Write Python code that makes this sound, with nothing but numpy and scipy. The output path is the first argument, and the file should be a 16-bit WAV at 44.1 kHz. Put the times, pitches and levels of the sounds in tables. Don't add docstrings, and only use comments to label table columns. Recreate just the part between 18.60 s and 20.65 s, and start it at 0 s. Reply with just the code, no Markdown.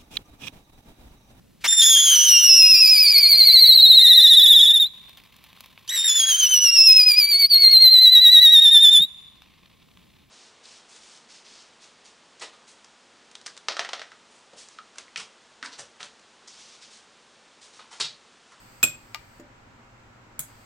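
import sys
import numpy as np
from scipy import signal
from scipy.fft import rfft, irfft, next_fast_len
from scipy.io import wavfile
from scipy.ndimage import map_coordinates

SR = 44100
rng = np.random.default_rng(int(sys.argv[2]) if len(sys.argv) > 2 else 0)


def master(y):
    cut = np.clip(np.atleast_2d(y).T, -1, 1)
    pcm = np.round(cut * 32767)
    wavfile.write(sys.argv[1], SR, pcm.astype(np.int16))


N = 90404
T = np.arange(N) / SR


# [multiple of the chopping rate, level/dB, left-right/dB,
# left-right phase/rad, room tail relative to the tone/dB]
ARC_TONES = [(1, -14.5, -6.5, 1.15, -7), (3, -11.5, -1, 1.65, -7), (5, -15.5, 4, 2.4, -12),
             (6, -33, 1.5, 1.5, -8)]
# [f/Hz, level/dB]
SIZZLE_COLOUR = [(1500, -7), (3500, 0), (8000, -2), (16000, -4)]
# [t/s, level/dB, t60/s, left-right/dB]
SNAPS = [(0.2295, -8, 0.011, 2), (.2402, -10.5, .011, -3)]
# [f/Hz, level/dB]
SNAP_COLOUR = [(100, -15.5), (550, -3.5), (950, -18.5), (1200, -2.5), (1450, 4), (1950, -13), (3200, 2.5),
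               (4700, -1.5), (6000, -1.5), (10000, -8), (16000, -9)]
# [f/Hz, likeness]
SNAP_LIKENESS = [(600, .9), (1500, 0.59), (3000, .3), (6000, -0.44), (12000, 0.3)]
# [f/Hz, level/dB, t60/s]
BENCH_MODES = [(141, -38.5, 0.31), (243.5, -40, .26), (326, -46.5, 0.37), (591.3, -43.5, .25)]
# [f/Hz, level/dB, t60/s]
HANDPIECE_MODES = [(2025, -32, 0.02), (2303, -26.5, 0.016), (2820, -37.5, 0.039), (4640, -34.5, 0.032)]
# [f/Hz, level/dB, t60/s]
HOUSING_MODES = [(696, -41, 0.058), (906, -36, 0.077), (1211, -28.5, 0.074)]
# [f/Hz, level/dB]
RETURN_COLOUR = [(250, -25.5), (750, -1.5), (2400, 0.5), (3500, -5), (4600, 1.5), (5500, -6.5),
                 (7000, -7.5), (10000, -23.5), (12500, -17), (15000, -15)]
# [f/Hz, level/dB, t60/s]
VALVE_MODES = [(263.6, -48.5, 0.33), (316, -30, 0.028), (422, -36, 0.024), (587, -47.5, 0.2),
               (1190, -44.5, .03), (5448, -62, .06), (7020, -51, 0.055)]
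# [f/Hz, level/dB, t60/s]
CASE_MODES = [(141, -45, 0.19), (234.5, -40, 0.068), (564, -54, 0.067)]
# [f/Hz, level/dB]
SPURT_COLOUR = [(200, -9.5), (600, -13.5), (1400, -15.5), (2700, -12), (3800, -16), (5700, -13.5),
                (6500, -5), (7600, 3), (9000, -3), (10000, -0.5), (12000, -1), (15500, -9)]
# [f/Hz, level/dB]
GAS_COLOUR = [(1000, -6.5), (2500, 2), (3800, -5.5), (4750, 3.5), (5600, -6), (6800, -4), (8200, 4.5),
              (9300, -18), (11000, -13), (12500, -6), (15800, -8.5)]
# [f/Hz, likeness]
GAS_LIKENESS = [(1000, .3), (8000, 0.11)]
# [f/Hz, level per Hz/dB]
AIR_COLOUR = [(20, -10.5), (44, -6), (74, -12.5), (107, -6), (146, -12), (250, -10.5), (460, -16.5),
              (950, -13.5), (1400, -14.5), (2300, -19.5), (3400, -27.5), (6000, -32.5), (7800, -31.5),
              (9000, -48.5), (15500, -48.5)]
# [f/Hz, likeness]
AIR_LIKENESS = [(60, 0.94), (180, 0.87), (550, 0.26), (1650, -0.05), (4970, -0.01), (15000, 0.04)]
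# [f/Hz, rms level/dB]
HUM_LINES = [(102.3, -66.5), (119.5, -65), (238, -68.5), (527.6, -73.5), (796.7, -74), (952.8, -72.5),
             (1346, -73.5)]
# [f/Hz, likeness]
LIKENESS = [(200, 0.94), (600, .75), (1500, .45), (3000, .1), (10000, 0.029)]
# [f/Hz, t60/s]
ROOM_DECAY = [(150, 0.26), (1000, .22), (2500, .29), (7500, 0.23), (12000, 0.17), (16000, .18)]

ARC_S, ARC_LENGTH_S, ARC_HZ = .2298, .0112, 2502
ARC_RISE_S, ARC_FALL_S, ARC_SWELL_DB = .0015, .0012, 6.5
CHOP_JITTER_RAD, SIZZLE_DB = .035, -29.5
PUSH_DB, PUSH_S = -21, 0.00061
RETURN_S = .5455
SHUT_S, OPEN_S = .797, 1.7922
GAS_DB, GAS_SAG_DB_PER_S, GAS_STOP_S = -57, 7.5, .03
AIR_DB = -53.5
WALL_S, WALL_DB = .0117, -12
PEAK, TOP_HZ = .88, 16500


def arc():
    t = T - ARC_S
    rise = np.clip(t / ARC_RISE_S, 0, 1)
    fall = np.clip((ARC_LENGTH_S - t) / ARC_FALL_S + .5, 0, 1)
    swell = amp(ARC_SWELL_DB * (np.clip(t / ARC_LENGTH_S, 0, 1) - 1))
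    burn = rise * fall * swell
    phase = 2 * np.pi * ARC_HZ * t + CHOP_JITTER_RAD * drift(700)
    out = amp(SIZZLE_DB) * burn * noise(SIZZLE_COLOUR, SNAP_LIKENESS)
    for multiple, db, lean_db, lead_rad, wet_db in ARC_TONES:
        tone = np.sqrt(2) * amp(db) * burn * np.sin(multiple * phase)
        direct = pan(lean_db) * lead(tone, lead_rad)
        out = out + direct + wall(direct) + echo(tone, wet_db)
    return out


def snaps():
    cracks, push = np.zeros((2, N)), np.zeros(N)
    for k, (s, db, t60, lean_db) in enumerate(SNAPS):
        burst = decay(s, t60, attack_s=0.000199) * noise(SNAP_COLOUR, SNAP_LIKENESS)
        cracks += amp(db) * pan(lean_db) * burst
        u = np.maximum(T - s, 0) / PUSH_S
        sign = (-1) ** k
        push += sign * amp(PUSH_DB) * (u > 0) * (1 - u / 2) * np.exp(-u / 2)
    bench = ring(ARC_S, BENCH_MODES, attack_s=.004)
    return room(cracks, wet_db=-8.5) + room(push, wet_db=-6.5) + bench


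def electrode():
    click = amp(-23.0) * decay(RETURN_S, t60=.018, attack_s=.0003) * noise(RETURN_COLOUR, LIKENESS)
    tip = pan(7) * ring(RETURN_S, HANDPIECE_MODES, attack_s=.0004)
    housing = pan(8.1) * ring(RETURN_S, HOUSING_MODES, attack_s=0.0068)
    return room(pan(2) * click + tip, wet_db=-10.5) + housing


def valve():
    tick = amp(-51) * decay(SHUT_S, t60=.05, attack_s=.002) * noise(GAS_COLOUR, LIKENESS)
    knock = ring(SHUT_S, VALVE_MODES, attack_s=0.0021)
    spurt = amp(-16.0) * decay(OPEN_S, t60=0.023, attack_s=0.00089) * noise(SPURT_COLOUR, SNAP_LIKENESS)
    case = ring(OPEN_S, CASE_MODES, attack_s=.001)
    return room(knock + tick, wet_db=-7.5) + room(spurt, wet_db=-4.0) + case


def gas():
    first = np.clip((SHUT_S - T) / GAS_STOP_S + 1, 0, 1) * amp(-GAS_SAG_DB_PER_S * T)
    second = np.clip((T - OPEN_S) / .1, 0, 1) * amp(-3.0)
    return amp(GAS_DB) * (first + second) * noise(GAS_COLOUR, GAS_LIKENESS)


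def fan():
    hum = np.zeros(N)
    for hz, db in HUM_LINES:
        hum += np.sqrt(2) * amp(db) * np.sin(2 * np.pi * hz * T + .7 * drift(5))
    return amp(AIR_DB) * noise(AIR_COLOUR, AIR_LIKENESS) + hum


def room(x, wet_db):
    return x + wall(x) + echo(x, wet_db)


def wall(x):
    return amp(WALL_DB) * pan(-2) * filtered(x, lambda hz: np.exp(-2j * np.pi * hz * WALL_S))


def echo(x, wet_db):
    white = noise([(1, 0), (2, 0)], LIKENESS)[:, :SR // 2]
    hz, t, bands = signal.stft(white, SR, nperseg=256)
    fade = np.exp(-np.log(1000) * t / along(ROOM_DECAY, hz)[:, None])
    tail = signal.istft(bands * fade, SR, nperseg=256)[1]
    age = T[:tail.shape[1]]
    tail = tail * np.clip(age / 0.0047, 0, 1) * (1 + 0.17 * np.exp(-age / .012))
    wet = signal.fftconvolve(np.broadcast_to(x, (2, N)), tail, axes=1)[:, :N]
    return amp(wet_db) * np.std(x) * unit(wet)


def pan(db):
    return amp([[db / 2], [-db / 2]])


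def lead(x, phase):
    analytic = signal.hilbert(x, next_fast_len(N))[:N]
    return np.real(analytic * np.exp(.5j * phase * np.array([[1], [-1]])))


def ring(s, modes, attack_s):
    out = np.zeros(N)
    for hz, db, t60 in modes:
        out += amp(db) * decay(s, t60, attack_s) * np.sin(2 * np.pi * hz * (T - s))
    return out


def decay(s, t60, attack_s):
    t = np.maximum(T - s, 0)
    return np.exp(-np.log(1000) * t / t60) * (1 - np.exp(-t / attack_s))


def noise(colour, likeness):
    def response(hz):
        turn = np.arccos(np.clip(along(likeness, hz), -1, 1)) / 2
        return amp(along(colour, hz)) * np.array([np.cos(turn), np.sin(turn)])

    mid, side = filtered(rng.standard_normal((2, N)), response)
    return unit(np.array([mid + side, mid - side]))


def drift(rate):
    knots = rng.standard_normal(int(N * rate / SR) + 4)
    return map_coordinates(knots, [T * rate])


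def filtered(x, response):
    m = next_fast_len(N + SR // 2)
    return irfft(rfft(x, m) * response(np.fft.rfftfreq(m, 1 / SR)), m)[..., :N]


def along(points, hz):
    f, v = np.transpose(points)
    return np.interp(np.log(hz + 1), np.log(f + 1), v)


def amp(db):
    return 10 ** (np.asarray(db) / 20)


def unit(x):
    return x / np.sqrt(np.mean(x ** 2) + 1e-20)


def scene():
    return arc() + snaps() + electrode() + valve() + gas() + fan()


def record(dry):
    rounded = dry / (1 + np.abs(dry / PEAK) ** 6) ** (1 / 6)
    return filtered(rounded, lambda hz: np.clip((TOP_HZ - hz) / 500, 0, 1) ** 2)


dry = scene()
out = record(dry)
master(out)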